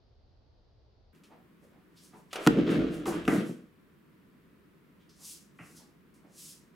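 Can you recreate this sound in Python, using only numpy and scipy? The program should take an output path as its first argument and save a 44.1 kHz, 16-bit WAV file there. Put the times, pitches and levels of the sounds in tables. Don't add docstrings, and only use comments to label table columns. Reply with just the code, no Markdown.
import sys
import numpy as np
from scipy import signal
from scipy.fft import rfft, irfft
from scipy.io import wavfile
from scipy.ndimage import map_coordinates

SR = 44100
rng = np.random.default_rng(int(sys.argv[2]) if len(sys.argv) > 2 else 0)


def master_out(mix):
    frames = np.transpose(np.atleast_2d(mix))
    ceiling = np.clip(frames, -1, 1)
    pcm = np.round(ceiling * 32767).astype(np.int16)
    wavfile.write(sys.argv[1], SR, pcm)


N = 297670
T = np.arange(N) / SR


def amp(db):
    return 10 ** (np.asarray(db) / 20)


def unit(x):
    return x / np.sqrt(np.mean(x ** 2))


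def add(track, s, sound):
    i = int(s * SR)
    track[i:i + len(sound)] += sound[:N - i]


def colour(x, points, size=8192):
    hz, db = np.transpose(points)
    f = np.maximum(np.arange(size // 2 + 1) * SR / size, 1)
    log_gain = np.log(amp(np.interp(np.log(f), np.log(hz), db)))
    cepstrum = irfft(log_gain)
    cepstrum[1:size // 2] *= 2
    cepstrum[size // 2 + 1:] = 0
    impulse_response = irfft(np.exp(rfft(cepstrum)))
    return signal.fftconvolve(x, impulse_response)[:len(x)]


def grains(rate, spread_db):
    hit = rng.random(N) < rate / SR
    sign = np.sign(rng.standard_normal(N))
    return hit * sign * amp(spread_db * rng.standard_normal(N))


def stroke(s, rise, hold, t60):
    before = np.maximum(s - T, 0) / rise
    after = np.maximum(T - s - hold, 0) / t60
    return amp(-60 * (before + after).clip(0, 4))


def air(points, db):
    width = [(150, -8), (1000, -2.5)]  # (frequency [Hz], side minus mid [dB])
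    mid = unit(colour(rng.standard_normal(N), points))
    side = colour(unit(colour(rng.standard_normal(N), points)), width)
    return amp(db) * np.array([mid + side, mid - side])


def room_tone():
    # (frequency [Hz], relative level [dB])
    rumble = [(15, -48), (25, -10), (64, -5.5), (121, -11), (147, -21.5), (193, -25), (457, -24.5),
              (571, -26.5), (630, -27), (826, -31), (1010, -36.5), (2440, -46.5), (4740, -39),
              (6380, -55.5), (9000, -87.5), (11700, -101), (19800, -120)]
    broad = [(15, -49.5), (25, -21.5), (91, -11.5), (116, -18.5), (144, -6), (169, -4), (399, -12),
             (523, -21.5), (648, -25), (804, -31), (970, -23.5), (1900, -26.5), (4750, -41), (6380, -46),
             (15500, -41.5)]
    rumble_db, broad_db = -62.5, -61.5
    switch_s, switch_length_s = 1.127, 0.0028
    switched = np.clip((T - switch_s) / switch_length_s, 0, 1)
    return (1 - switched) * air(rumble, rumble_db) + switched * air(broad, broad_db)


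def tail(points, t60_low, t60_high):
    t = T[:SR // 2]
    noise = rng.standard_normal(len(t)) * np.clip((t - .002) / .005, 0, 1)
    low = signal.sosfilt(signal.butter(1, 700, fs=SR, output="sos"), noise)
    decay = low * amp(-60 * t / t60_low) + (noise - low) * amp(-60 * t / t60_high)
    return colour(decay / np.linalg.norm(decay), points)


def room(x, t60_low=0.25, t60_high=0.2):
    # (frequency [Hz], gain [dB])
    common = [(200, -7.5), (500, -5), (1400, -12), (3000, -8.5), (8000, -12.5), (15000, -19)]
    sideways = [(130, -16), (260, -16.5), (500, -9), (1200, -4.5), (3000, -4), (8000, -12.0), (14000, -8)]
    mid = signal.fftconvolve(x, tail(common, t60_low, t60_high))[:N]
    side = signal.fftconvolve(x, tail(sideways, t60_low, t60_high))[:N]
    return np.array([mid + side, mid - side])


def sway():
    # (time of full load [s], level [dB], hold [s])
    sways = [(2.5, -51, 0.477), (2.766, -39.5, 0.0222), (3.078, -54, 0.27)]
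    # (frequency [Hz], relative level [dB])
    floor = [(15, -46), (28, -19), (40, -7), (52, -3), (68, -10), (100, -9), (200, -30), (600, -62)]
    rise_s, t60_s = 0.12, 0.25
    loads = [amp(db) * stroke(s, rise_s, hold, t60_s) for s, db, hold in sways]
    return unit(colour(rng.standard_normal(N), floor)) * np.max(loads, axis=0)


def slides():
    # (time of full speed [s], relative level [dB], time to swell by 60 dB [s], hold [s])
    strokes = [(1.64, -74, .15, .01), (1.974, -68.5, 0.12, .005), (2.043, -60, 0.297, 0.0105),
               (2.179, -69, 0.66, 0.0092), (2.334, -54, 0.0529, .003), (2.454, -50.5, 0.3623, 0.00248),
               (2.708, -53, 0.0664, 0.0037), (2.943, -56, 0.17, 0.0049), (3.068, -45.5, .04, 0.0222),
               (3.28, -49.5, 0.02, .04), (3.335, -47.5, 0.313, .016), (3.48, -57.5, .5, 0.0099),
               (5.255, -46.5, .26, .066), (5.659, -62.5, .4, 0.078), (5.766, -57, 0.17, 0.0095),
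               (6.141, -70.5, 0.01, 0.0146), (6.394, -50, 0.2513, 0.1123)]
    # (frequency [Hz], relative level [dB])
    hiss_spectrum = [(1200, -37.5), (2200, -16), (2700, -9), (4200, -4.5), (5600, 0), (8700, 0),
                     (11500, -2), (13500, -11.5), (15700, -12)]
    t60_s = 0.399
    treble_hz, brightening = 7500, 0.3
    hiss = amp(-1.0) * unit(colour(grains(rate=14000, spread_db=2.5), hiss_spectrum))
    dull = signal.sosfiltfilt(signal.butter(2, treble_hz, fs=SR, output="sos"), hiss)
    speeds = [(amp(db), stroke(s, rise, hold, t60_s)) for s, db, rise, hold in strokes]
    body = np.max([gain * speed for gain, speed in speeds], axis=0)
    treble = np.max([gain * speed ** (1 + brightening) for gain, speed in speeds], axis=0)
    return dull * body + amp(1.0) * (hiss - dull) * treble


def scuffs():
    # (time [s], level [dB], starting centre [Hz], rise [s], glide of the centre [octaves/s])
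    brushes = [(1.29, -57, 850, .035, -3), (1.62, -64, 539, 0.014, 0), (1.71, -65.5, 730, 0.0284, 0),
               (1.955, -61.5, 4900, .026, 0), (2.12, -56.5, 940, 0.0187, 0), (2.13, -61.5, 420, .02, 0),
               (2.305, -57, 3100, .009, 0), (2.326, -48, 951, .015, -6), (2.35, -39, 560, .04, -3),
               (3.056, -38, 1100, .0023, -3), (3.06, -31, 422, 0.0163, 0), (3.11, -42, 1080, .014, 8),
               (3.278, -35, 720, .004, 0), (4.99, -72, 3231, 0.0215, 0), (5.088, -63.5, 5476, 0.0076, 0),
               (5.18, -67.5, 1095, 0.0386, 0), (5.76, -59.5, 5500, 0.014, 0), (5.78, -66, 900, .03, 0),
               (6.23, -61.5, 662, .022, 0)]
    # (multiple of the centre, relative level [dB])
    brush_spectrum = [(.3, -26), (.7, -3.5), (1, 0), (1.35, -9.5), (2.2, -17), (6, -31), (15, -54)]
    gliding_s, t60_s = 0.08, 0.37
    out, t = np.zeros(N), T[:SR // 2]
    for s, db, hz, rise, glide in brushes:
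        rub = unit(colour(rng.standard_normal(SR), [(k * hz, d) for k, d in brush_spectrum]))
        travel = np.cumsum(2 ** (glide * np.minimum(t, gliding_s)))
        rub = map_coordinates(rub, [travel], mode="mirror")
        swell = np.minimum(t / rise, 1)
        decay = amp(db - 60 * np.maximum(t - rise, 0) / t60_s)
        add(out, s, rub * swell * decay)
    return out


def uniform():
    # (time of full strength [s],
    # relative billowing level [dB], relative rustling level [dB], hold [s], t60 [s])
    throws = [(2.366, -55.5, -43, .09, .3), (2.499, -27.5, -42, 0.118, .5),
              (2.572, -20.5, -40, 0.024, 0.214), (2.67, -22.5, -37.5, 0.058, 1.2),
              (2.802, -25.5, -43.5, 0.0274, 0.464), (3.086, -30, -53.5, 0.0103, 0.324),
              (3.134, -34, -44, 0.0142, 0.776), (3.289, -28.5, -42.5, 0.1084, .48),
              (5.65, -61, -76, .16, .5)]
    # (frequency [Hz], relative level [dB])
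    billow = [(50, -42), (110, -17.5), (160, -3.5), (225, 0), (300, -1.5), (440, -7.5), (600, -19),
              (850, -33.5), (2000, -64.5)]
    rustle = [(300, -21.5), (650, 3.5), (860, -11), (1300, 1.5), (1900, -4), (3200, -6), (4200, -13.5),
              (7000, -26), (14000, -52)]
    rise_s = 0.1
    flaps = unit(colour(grains(rate=1500, spread_db=1.0), billow))
    creases = unit(colour(grains(rate=2700, spread_db=0.5), rustle))
    moves = [(stroke(s, rise_s, hold, t60), billow_db, rustle_db)
             for s, billow_db, rustle_db, hold, t60 in throws]
    billowing = np.max([gain * amp(db) for gain, db, _ in moves], axis=0)
    rustling = np.max([gain * amp(db) for gain, _, db in moves], axis=0)
    return amp(-2.0) * flaps * billowing + amp(-3.5) * creases * rustling


def snaps():
    # (time [s], peak level [dB], treble boost [dB], t60 [s])
    cloth_bursts = [(1.149, -56.5, 10, 0.275), (1.236, -53, 11, 0.26), (2.33, -27.5, 5, 0.073),
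                    (2.357, -26, -0.5, 0.078), (2.4650, -15, -2, 0.011), (2.4727, -5, 3, 0.004),
                    (2.4742, -8.5, -6, 0.012), (3.057, -32, 5.5, 0.0275), (3.2527, -33, -2, 0.022),
                    (3.2785, -15.5, -8, 0.0263)]
    # (frequency [Hz], relative level [dB])
    burst_spectrum = [(100, -17), (400, -1.5), (650, 0), (870, -5.5), (1300, 2.5), (1750, -8), (2600, -0.5),
                      (4000, -9), (6000, -14), (11500, -19.5), (15500, -30)]
    out, t = np.zeros(N), T[:SR // 5]
    for s, db, treble_db, t60 in cloth_bursts:
        burst = 0.224 * rng.standard_normal(len(t)) * amp(-60 * t / t60)
        burst[0] += 1
        outline = [(hz, d + treble_db * np.clip(np.log2(hz / 2000) / 1.3, 0, 1)) for hz, d in burst_spectrum]
        burst = colour(burst, outline)
        add(out, s, amp(db) * burst / np.abs(burst).max())
    return out


def slaps():
    # (time [s], level [dB], upper edge [Hz], level of the settling sole [dB])
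    smacks = [(2.4717, -18, 1570, -52), (3.278, -25.5, 2033, -33), (5.587, -45.5, 2973, -50.5)]
    # (frequency [Hz], width [Hz], relative level [dB])
    slap_modes = [(420, 90, -4), (716, 160, -3.5), (1137, 243, -1.5), (1381, 240, 2), (1558, 160, 1),
                  (1930, 150, 2.5), (2277, 400, -1), (2796.4, 360, -1)]
    slap_t60_s, settle_rise_s, settle_t60_s = 0.027, 0.014, 0.47
    out, t = np.zeros(N), T[:SR // 2]
    for s, db, edge_hz, settle_db in smacks:
        settling = np.minimum(t / settle_rise_s, 1) * amp(settle_db - 60 * t / settle_t60_s)
        contact = rng.standard_normal(len(t)) * (amp(db - 60 * t / slap_t60_s) + settling)
        ring = np.zeros(len(t))
        for k, (hz, width, d) in enumerate(slap_modes):
            b, a = signal.iirpeak(hz, hz / width, fs=SR)
            ring += (-1) ** k * amp(d) * signal.lfilter(b, a, contact)
        ring = signal.sosfilt(signal.butter(5, edge_hz, fs=SR, output="sos"), ring)
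        add(out, s, ring * np.linalg.norm(contact) / np.linalg.norm(ring))
    return out


def thuds():
    # (time [s], peak level before the bass cut [dB], pitch of the thump [Hz])
    thumps = [(1.314, -55.5, 298), (2.136, -48, 216), (2.4676, -8, 248.4), (2.4745, -9, 291.6),
              (2.586, -21.5, 234.6), (2.692, -15.5, 258), (2.79, -16.5, 259.9), (3.079, -29, 434),
              (3.2815, -13.5, 269.3), (3.325, -19.5, 251.3), (3.378, -17.5, 195), (3.494, -24.5, 230),
              (5.596, -45.5, 282.7), (5.606, -34.5, 104), (6.244, -51, 289.6)]
    # (multiple of its pitch, relative level [dB], share of its ring time)
    thump_modes = [(.62, -9.5, 1.1), (.78, -2.5, 0.83), (1, 6.5, 0.57), (1.5, -3.5, .7), (2.3, -13, 0.38)]
    ring_cycles = 25
    out, t = np.zeros(N), T[:SR // 2]
    for s, db, hz in thumps:
        t60 = ring_cycles / hz
        ring = np.zeros(len(t))
        for k, d, share in thump_modes:
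            ring += amp(d - 60 * t / (t60 * share)) * np.sin(2 * np.pi * hz * k * t)
        ring = ring * (1 - np.exp(-t / 0.0013))
        add(out, s, amp(db) * ring / np.abs(ring).max())
    radiating_hz = 145
    return signal.sosfilt(signal.butter(4, radiating_hz, "high", fs=SR, output="sos"), out)


def scene():
    snap_room_db, slap_room_db = -7, -3.5
    soles, cloth = slaps(), snaps()
    motion = thuds() + scuffs() + uniform() + slides() + sway()
    walls = room(motion + amp(slap_room_db) * soles + amp(snap_room_db) * cloth)
    return motion + soles + cloth + walls + room_tone()


def record(dry):
    top_hz = 15800
    return signal.sosfilt(signal.ellip(10, .2, 80, top_hz, fs=SR, output="sos"), dry)


dry = scene()
out = record(dry)
master_out(out)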